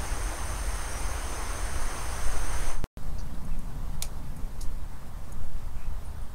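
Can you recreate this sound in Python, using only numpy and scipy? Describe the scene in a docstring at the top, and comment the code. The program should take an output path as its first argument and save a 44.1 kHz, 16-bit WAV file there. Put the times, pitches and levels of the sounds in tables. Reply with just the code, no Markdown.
"""Wood-gas stove and snowy garden

A small stove burns close by under a steaming kettle: flame flutter, gas roar, steam hiss round the lid.
It fades, the sound drops out briefly, and a quiet garden remains: distant wash, wood snapping in a fire
a few metres off, faint birds. Wind slowly pushes the microphone membrane in both scenes."""
import sys
import numpy as np
from scipy import signal
from scipy.fft import rfft, irfft
from scipy.io import wavfile
from scipy.ndimage import uniform_filter1d

SR = 44100
rng = np.random.default_rng(int(sys.argv[2]) if len(sys.argv) > 2 else 0)


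def generate_wav(sig):
    """Save sig (samples, or channels by samples) to the path in sys.argv[1] as 16-bit PCM at SR."""
    pcm = np.round(np.clip(np.atleast_2d(sig).T, -1, 1) * 32767).astype(np.int16)
    wavfile.write(sys.argv[1], SR, pcm)


N = 279623
CUT_S, BACK_S = 125323 / SR, 131082 / SR  # drop-out start, end

# far traffic and hiss: f/Hz, density/dB
WASH_SPECTRUM = [(200, -15), (340, -6.5), (426, -4.5), (577, -5), (606, -4.5), (1010, -5), (1980, -15),
                 (2180, -16.5), (2440, -19), (8010, -22.5), (8670, -22), (15700, -26)]


def amp(db):
    return 10 ** (np.asarray(db) / 20)


def unit_rms(x):
    return x / np.sqrt(np.mean(x ** 2) + 1e-20)


def add(mix, start_s, sound):
    part = mix[round(start_s * SR):][:len(sound)]
    part += sound[:len(part)]


def curve(rows):
    """Gain through rows of t/s, level/dB."""
    times_s, db = np.transpose(rows)
    return amp(np.interp(np.arange(N) / SR, times_s, db))


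def ramp(start_db, start_s, db_per_s):
    """Gain that holds until start_s, then slides."""
    return amp(start_db + db_per_s * np.maximum(np.arange(N) / SR - start_s, 0))


def wander(size, span):
    """Noise averaged over span points, rms 1."""
    return unit_rms(uniform_filter1d(rng.standard_normal(size), span))


def puffs(depth_db, length_s=.055):
    """Randomly swelling and sagging gain."""
    span = round(length_s * SR)
    return amp(depth_db * unit_rms(uniform_filter1d(wander(N, span), span)))


def spectrum_db(spectrum, hz):
    """Rows of f/Hz, density/dB, interpolated over log frequency."""
    f, db = np.transpose(spectrum)
    return np.interp(np.log(hz + .1), np.log(f + .1), db, left=-90, right=-90)


def coloured(spectrum, size=N):
    """Noise of the given spectrum, rms 1."""
    gain = amp(spectrum_db(spectrum, np.fft.rfftfreq(size, 1 / SR)))
    return unit_rms(irfft(rfft(rng.standard_normal(size)) * gain, size))


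def patchy(spectrum, patchy_db, flicker_db):
    """Noise with time-frequency patches and a broadband flicker, rms 1."""
    frames, hz = N // 256 + 5, np.fft.rfftfreq(1024, 1 / SR)
    real, imag, patches = rng.standard_normal((frames, 513, 3)).T
    patches = unit_rms(uniform_filter1d(uniform_filter1d(patches, 10, 0), 10, 1))
    db = spectrum_db(spectrum, hz)[:, None] + patchy_db * patches + flicker_db * wander(frames, 3)
    _, noise = signal.istft((real + 1j * imag) * amp(db), nperseg=1024, noverlap=768)
    return unit_rms(noise[:N])


def resonate(x, hz, width_hz):
    """Two equal resonators in series, gain 1; hz may vary."""
    carrier = np.exp(2j * np.pi * np.cumsum(hz * np.ones(len(x))) / SR)
    pole = np.exp(-np.pi * width_hz / SR)
    for _ in range(2):
        x = 2 * (carrier * signal.lfilter([1 - pole], [1, -pole], x / carrier)).real
    return x


def ringing(spectrum, size):
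    """Minimum-phase impulse response of a spectrum."""
    log_gain = np.log(amp(spectrum_db(spectrum, abs(np.fft.fftfreq(size, 1 / SR)))))
    return np.fft.ifft(np.exp(np.conj(signal.hilbert(log_gain)))).real


def glides(notes, slide_share, waver):
    """Wavering sines that reach their end pitch after slide_share of their length."""
    out = np.zeros(N)
    for start_s, length_s, start_hz, end_hz, db in notes:
        u = np.linspace(0, 1, round(length_s * SR))
        hz = start_hz + (end_hz - start_hz) * np.minimum(u / slide_share, 1)
        hz *= 1 + waver * wander(8820, 120)[:len(u)]
        tone = np.sin(2 * np.pi * np.cumsum(hz) / SR)
        add(out, start_s, amp(db) * tone * signal.windows.tukey(len(u), .4))
    return out


def background():
    """Deep rumble, swelling drone, far traffic wash and a thin steady whine."""
    # f/Hz, density/dB
    rumble_spectrum = [(15, -20), (24, -3), (35, -6), (50, -8), (72, -9), (97, -16), (115, -18), (150, -45)]
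    drone_spectrum = [(65, -27), (110, -13.5), (134, 2), (156, -4), (183, -5), (263, -11), (324, -20),
                      (340, -28), (440, -59), (750, -120)]
    # t/s, level/dB
    rumble_levels = [(3, -41), (3.4, -39), (3.65, -40.5), (3.85, -36.5), (4.2, -42.5), (4.55, -37.5),
                     (4.75, -38), (5.0, -40), (5.3, -39), (5.6, -38.5), (5.85, -38.5), (6.0, -41),
                     (6.3, -36.5)]
    drone_levels = [(3, -47.5), (3.35, -42.5), (3.65, -45.5), (3.88, -45.5), (4.1, -47.5), (4.4, -44),
                    (4.55, -49), (5.1, -50), (5.55, -52.5), (5.8, -51.5), (6.3, -51)]
    # f/Hz, level/dB
    whine_tones = [(8536.6, -73), (8606.3, -81)]
    out = curve(rumble_levels) * puffs(depth_db=1.7) * coloured(rumble_spectrum)
    out += curve(drone_levels) * puffs(depth_db=1.5) * coloured(drone_spectrum)
    out += ramp(-51, BACK_S, db_per_s=-.5) * patchy(WASH_SPECTRUM, patchy_db=1.1, flicker_db=.6)
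    for hz, db in whine_tones:
        out += amp(db) * unit_rms(np.sin(2 * np.pi * (hz * np.arange(N) / SR + rng.random())))
    return out


def birds():
    """Far, short falling notes."""
    # t/s, length/s, start f/Hz, end f/Hz, level/dB
    notes = [(3.508, .032, 2700, 2500, -57), (3.545, .015, 2500, 2450, -62)]
    return glides(notes, slide_share=1, waver=.012)


def rustles():
    """A ringing scrape and a far hoarse call: grainy bursts of resonant noise."""
    # t/s, length/s, f/Hz, width/Hz, level/dB
    bursts = [(3.18, .04, 4450, 250, -57), (3.18, .042, 4900, 250, -56), (3.18, .028, 6480, 250, -53),
              (3.185, .04, 5850, 400, -56), (3.198, .016, 9200, 500, -61), (5.75, .15, 2450, 450, -60)]
    out = np.zeros(N)
    for start_s, length_s, hz, width_hz, db in bursts:
        u = np.linspace(0, 1, round(length_s * SR))
        noise = unit_rms(resonate(rng.standard_normal(len(u)), hz, width_hz))
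        grains = amp(2.5 * wander(len(u), 150))
        envelope = np.minimum(u / .2, 1) * np.sqrt(1 - u)
        add(out, start_s, amp(db) * noise * grains * envelope)
    return out


def wind_bumps():
    """Single puffs push the membrane to a sharp crest; it swings back."""
    # t/s, level/dB, width/s
    bumps = [(2.315, -11, 0.013), (3.8, -25.5, .008), (4.3, -19, 0.0067), (4.438, -14.5, 0.0094),
             (4.677, -14, 0.0089), (5.88, -22, 0.0068), (6.13, -27, .007)]
    out, t = np.zeros(N), np.arange(-.25, .25, 1 / SR)
    for crest_s, db, width_s in bumps:
        u = np.hypot(t / width_s, .3) / 2
        add(out, crest_s + t[0], amp(db) * (1 - u) * np.exp(-u))
    return out


def wind():
    """Gusts swing the membrane slowly. Apart from them, the signal steps up sharply into the drop-out, and a
    small step dies away after it."""
    # pressure swings: f/Hz, density/dB
    buffet_spectrum = [(1, 0), (4, 0), (9, 0), (15, -6), (22, -16), (32, -30), (60, -50)]
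    # t/s, level/dB
    gust_peaks = [(1.05, -29.5), (1.83, -23), (2.35, -15), (2.68, -15), (3.05, -19.5), (3.48, -20.5),
                  (3.93, -21.5), (4.7, -22.5), (5.14, -26.5), (5.45, -20), (5.81, -23), (6.23, -27.5)]
    calm_db, rise_db_per_s, fall_db_per_s = -34, 54, 39.5
    t = np.arange(N) / SR
    peak_s, peak_db = np.transpose(gust_peaks)[:, :, None]
    gust_db = peak_db - np.where(t < peak_s, -rise_db_per_s, fall_db_per_s) * (t - peak_s)
    strength = amp(np.maximum(gust_db.max(axis=0), calm_db))
    swing = unit_rms(np.tanh(coloured(buffet_spectrum)))  # bounded: no rare huge swing
    build = np.exp(-np.maximum(CUT_S - t, 0) / .019)
    release = np.exp(-np.maximum(t - BACK_S, 0) / .095)
    offset_share = np.where(t < BACK_S, build, release)
    offset = np.where(t < BACK_S, .13, .016)
    return (1 - offset_share) * strength * swing + offset_share * offset


def wood_snap(db, low_hz, high_hz, first_top_hz, second_db, echo_db):
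    """A break, tearing fibres and a second crack ring the wood; hut wall and table echo it."""
    # f/Hz, density/dB
    wood_spectrum = [(300, -36), (500, -19), (1200, -20), (1870, -22), (2400, -6), (3100, -15), (3450, -4),
                     (4200, 0), (4600, -11), (4860, -1), (6100, -6), (6750, 6.5), (7250, -20), (7650, -3),
                     (8000, -15), (9500, 1.5), (11300, -10.5), (12600, -9), (13800, -28), (15000, -15),
                     (17000, -23)]
    echo_spectrum = [(290, -35), (500, 0.5), (816, -6), (916, -18), (1260, -3), (1730, -18), (2370, -6),
                     (3260, -13), (6800, -4), (7310, -10), (9210, -6), (15700, -24)]
    first_t60_s, second_t60_s, echo_t60_s, second_delay_s = .011, .0086, .16, .0037
    t = np.arange(8820) / SR
    band = signal.butter(4, [low_hz, high_hz], "band", fs=SR, output="sos")
    lowpass = signal.butter(3, min(first_top_hz, .45 * SR), fs=SR, output="sos")
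    fibres = .15 * rng.standard_normal(len(t))
    first = signal.sosfilt(lowpass, (t == 0) + fibres * amp(-60 * t / first_t60_s))
    age_s = t - second_delay_s
    second = fibres * (age_s > 0) * amp(second_db - 60 * abs(age_s) / second_t60_s)
    rung = signal.fftconvolve(first + second, ringing(wood_spectrum, size=2048))[:len(t)]
    crack = signal.sosfilt(band, rung)
    wall = 1 + .39 * np.exp(-((t - .025) / .0061) ** 2)  # one stronger reflection
    echo_gain = .5 * amp(echo_db - 60 * t / echo_t60_s) * (1 - np.exp(-t / .0025)) * wall
    echo = unit_rms(signal.sosfilt(band, coloured(echo_spectrum, size=len(t))))
    return amp(db) * (crack / abs(crack).max() + echo_gain * echo)


def crackling():
    """Wood snapping in a fire a few metres off."""
    # t/s, level/dB, low f/Hz, high f/Hz, first crack cutoff/Hz, second crack gain/dB, echo gain/dB
    snaps = [(3.033, -42, 8000, 15000, 20000, -16, -27), (3.346, -48, 3200, 5000, 20000, -8, -22),
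             (3.35, -47, 7900, 12000, 20000, -8, -20), (3.45, -39.5, 6000, 12500, 20000, 0, -24),
             (3.591, -37, 7000, 15000, 20000, -8, -16), (4.0241, -11, 500, 19000, 20000, -10, -19.5),
             (4.3657, -39, 7540, 14000, 20000, -2, -15), (4.6096, -29.5, 3960, 19000, 7500, 7, -7),
             (5.322, -38, 6800, 14000, 20000, 7, -18), (6.049, -52, 8300, 10600, 20000, 0, 3),
             (6.215, -52, 8300, 10000, 20000, -3, 0)]
    out = np.zeros(N)
    for start_s, *settings in snaps:
        add(out, start_s, wood_snap(*settings))
    return out


def kettle_ring():
    """The steam jet excites slowly drifting shell and spout resonances, rms 1."""
    # f/Hz, width/Hz, gain/dB
    modes = [(3870, 50, -12), (4090, 90, -13), (4470, 42, -10), (4760, 70, -10), (5250, 130, -8),
             (5775, 40, -7), (5970, 80, -4), (6300, 200, -3), (7155, 70, -9), (8670, 80, -3),
             (9000, 80, -3), (9750, 120, -8), (11680, 70, -14)]
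    jet = rng.standard_normal(N)
    drift = 1 + .003 * wander(N, round(.2 * SR))
    return unit_rms(sum(amp(db) * resonate(jet, hz * drift, width_hz) for hz, width_hz, db in modes))


def kettle_whistles():
    """Faint tones that slide up and hold."""
    # t/s, length/s, start f/Hz, end f/Hz, level/dB
    notes = [(.2, .17, 310, 315, -52), (.895, .105, 5330, 5780, -46.5), (2.12, .1, 5600, 5850, -53)]
    return glides(notes, slide_share=.33, waver=.0045)


def steam_hiss():
    """Steam escaping round the lid, rms 1."""
    # f/Hz, density/dB
    spectrum = [(2000, -45), (3000, -3), (3600, -11.5), (5000, -4.5), (6250, -1), (6480, 8), (6620, -18),
                (6900, -8.5), (7150, 0), (7420, -14), (7650, -5), (8700, 5), (11100, -8.5), (13500, -12.5),
                (15900, -12.5)]
    return patchy(spectrum, patchy_db=1.3, flicker_db=.3)


def gas_roar():
    """Broad noise of burning gas, rms 1."""
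    # f/Hz, density/dB
    spectrum = [(88, -46.5), (150, -25), (172, -10.5), (311, -3.5), (426, -5.5), (509, -3.5), (1070, -2),
                (2010, -8), (3390, -18), (4000, -20), (5200, -22), (8800, -120)]
    return patchy(spectrum, patchy_db=1, flicker_db=-.04)


def flame_flutter():
    """The flapping flame flares, dips and dies down; its upper band swells separately."""
    # f/Hz, density/dB
    spectrum = [(16, -30), (26, -12), (35, 0), (44, -2), (50, -7), (58, -4), (72, -8), (97, -18),
                (130, -20), (165, -27), (250, -31), (320, -55)]
    # t/s, level/dB, upper band lift/dB
    flares = [(0, -31.5, -4.5), (.25, -27.5, -4.5), (.35, -38, -2), (.42, -33.5, 1.5), (.6, -33, 0.5),
              (.85, -34.5, -2), (1.05, -31, -3), (1.27, -32.5, -5.5), (1.42, -37, 0.5), (1.6, -32, -3.5),
              (1.75, -31, -2), (1.95, -40.5, 5.5), (2.15, -34, 1), (2.3, -33.5, 1), (2.5, -35.5, 5),
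              (2.65, -33.5, 1), (2.8, -61, -3)]
    evenness, upper_hz = .28, 73.6
    times_s, level_db, lift_db = np.transpose(flares)
    flap = coloured(spectrum)
    envelope = uniform_filter1d(abs(signal.hilbert(flap)), 3000)
    flap = unit_rms(flap / envelope ** evenness)
    upper = signal.sosfiltfilt(signal.butter(2, upper_hz, "high", fs=SR, output="sos"), flap)
    level = curve(np.transpose([times_s, level_db]))
    lift = curve(np.transpose([times_s, lift_db]))
    return level * (flap + (lift - 1) * upper)


def stove():
    """Kettle ring, roar and hiss share one fade; flutter and whistles lie on top."""
    steady = amp(-11) * kettle_ring() + amp(-1.5) * gas_roar() + amp(-6.5) * steam_hiss()
    fade = ramp(start_db=-38.5, start_s=2.705, db_per_s=-150)
    return fade * steady + flame_flutter() + kettle_whistles()


def scene():
    """The garden comes up under the fading stove, at full level after the drop-out. 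Mono."""
    garden_start_s, rise_s, under_db = 2.7, .056, -3.5
    t = np.arange(N) / SR
    burning = stove() * (t < BACK_S)
    garden = background() + crackling() + rustles() + birds()
    rise = np.clip((t - garden_start_s) / rise_s, 0, 1) * amp(np.where(t < BACK_S, under_db, 0))
    return (burning + rise * garden + wind() + wind_bumps())[None]


def record(dry):
    """Drop-out with a faint dying murmur, then a steep low-pass."""
    murmur_db, hold_s, t60_s, cutoff_hz = -63, .022, .02, 15740
    t = np.arange(N) / SR
    murmur = coloured(WASH_SPECTRUM) * amp(murmur_db - 60 * np.maximum(t - CUT_S - hold_s, 0) / t60_s)
    interrupted = np.where((t >= CUT_S) & (t < BACK_S), murmur, dry)
    lowpass = signal.firwin(1535, cutoff_hz, window=("kaiser", 9), fs=SR)
    padded = np.pad(interrupted, ((0, 0), (767, 767)), "edge")
    return signal.oaconvolve(padded, lowpass[None], "valid")


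dry = scene()
out = record(dry)
generate_wav(out)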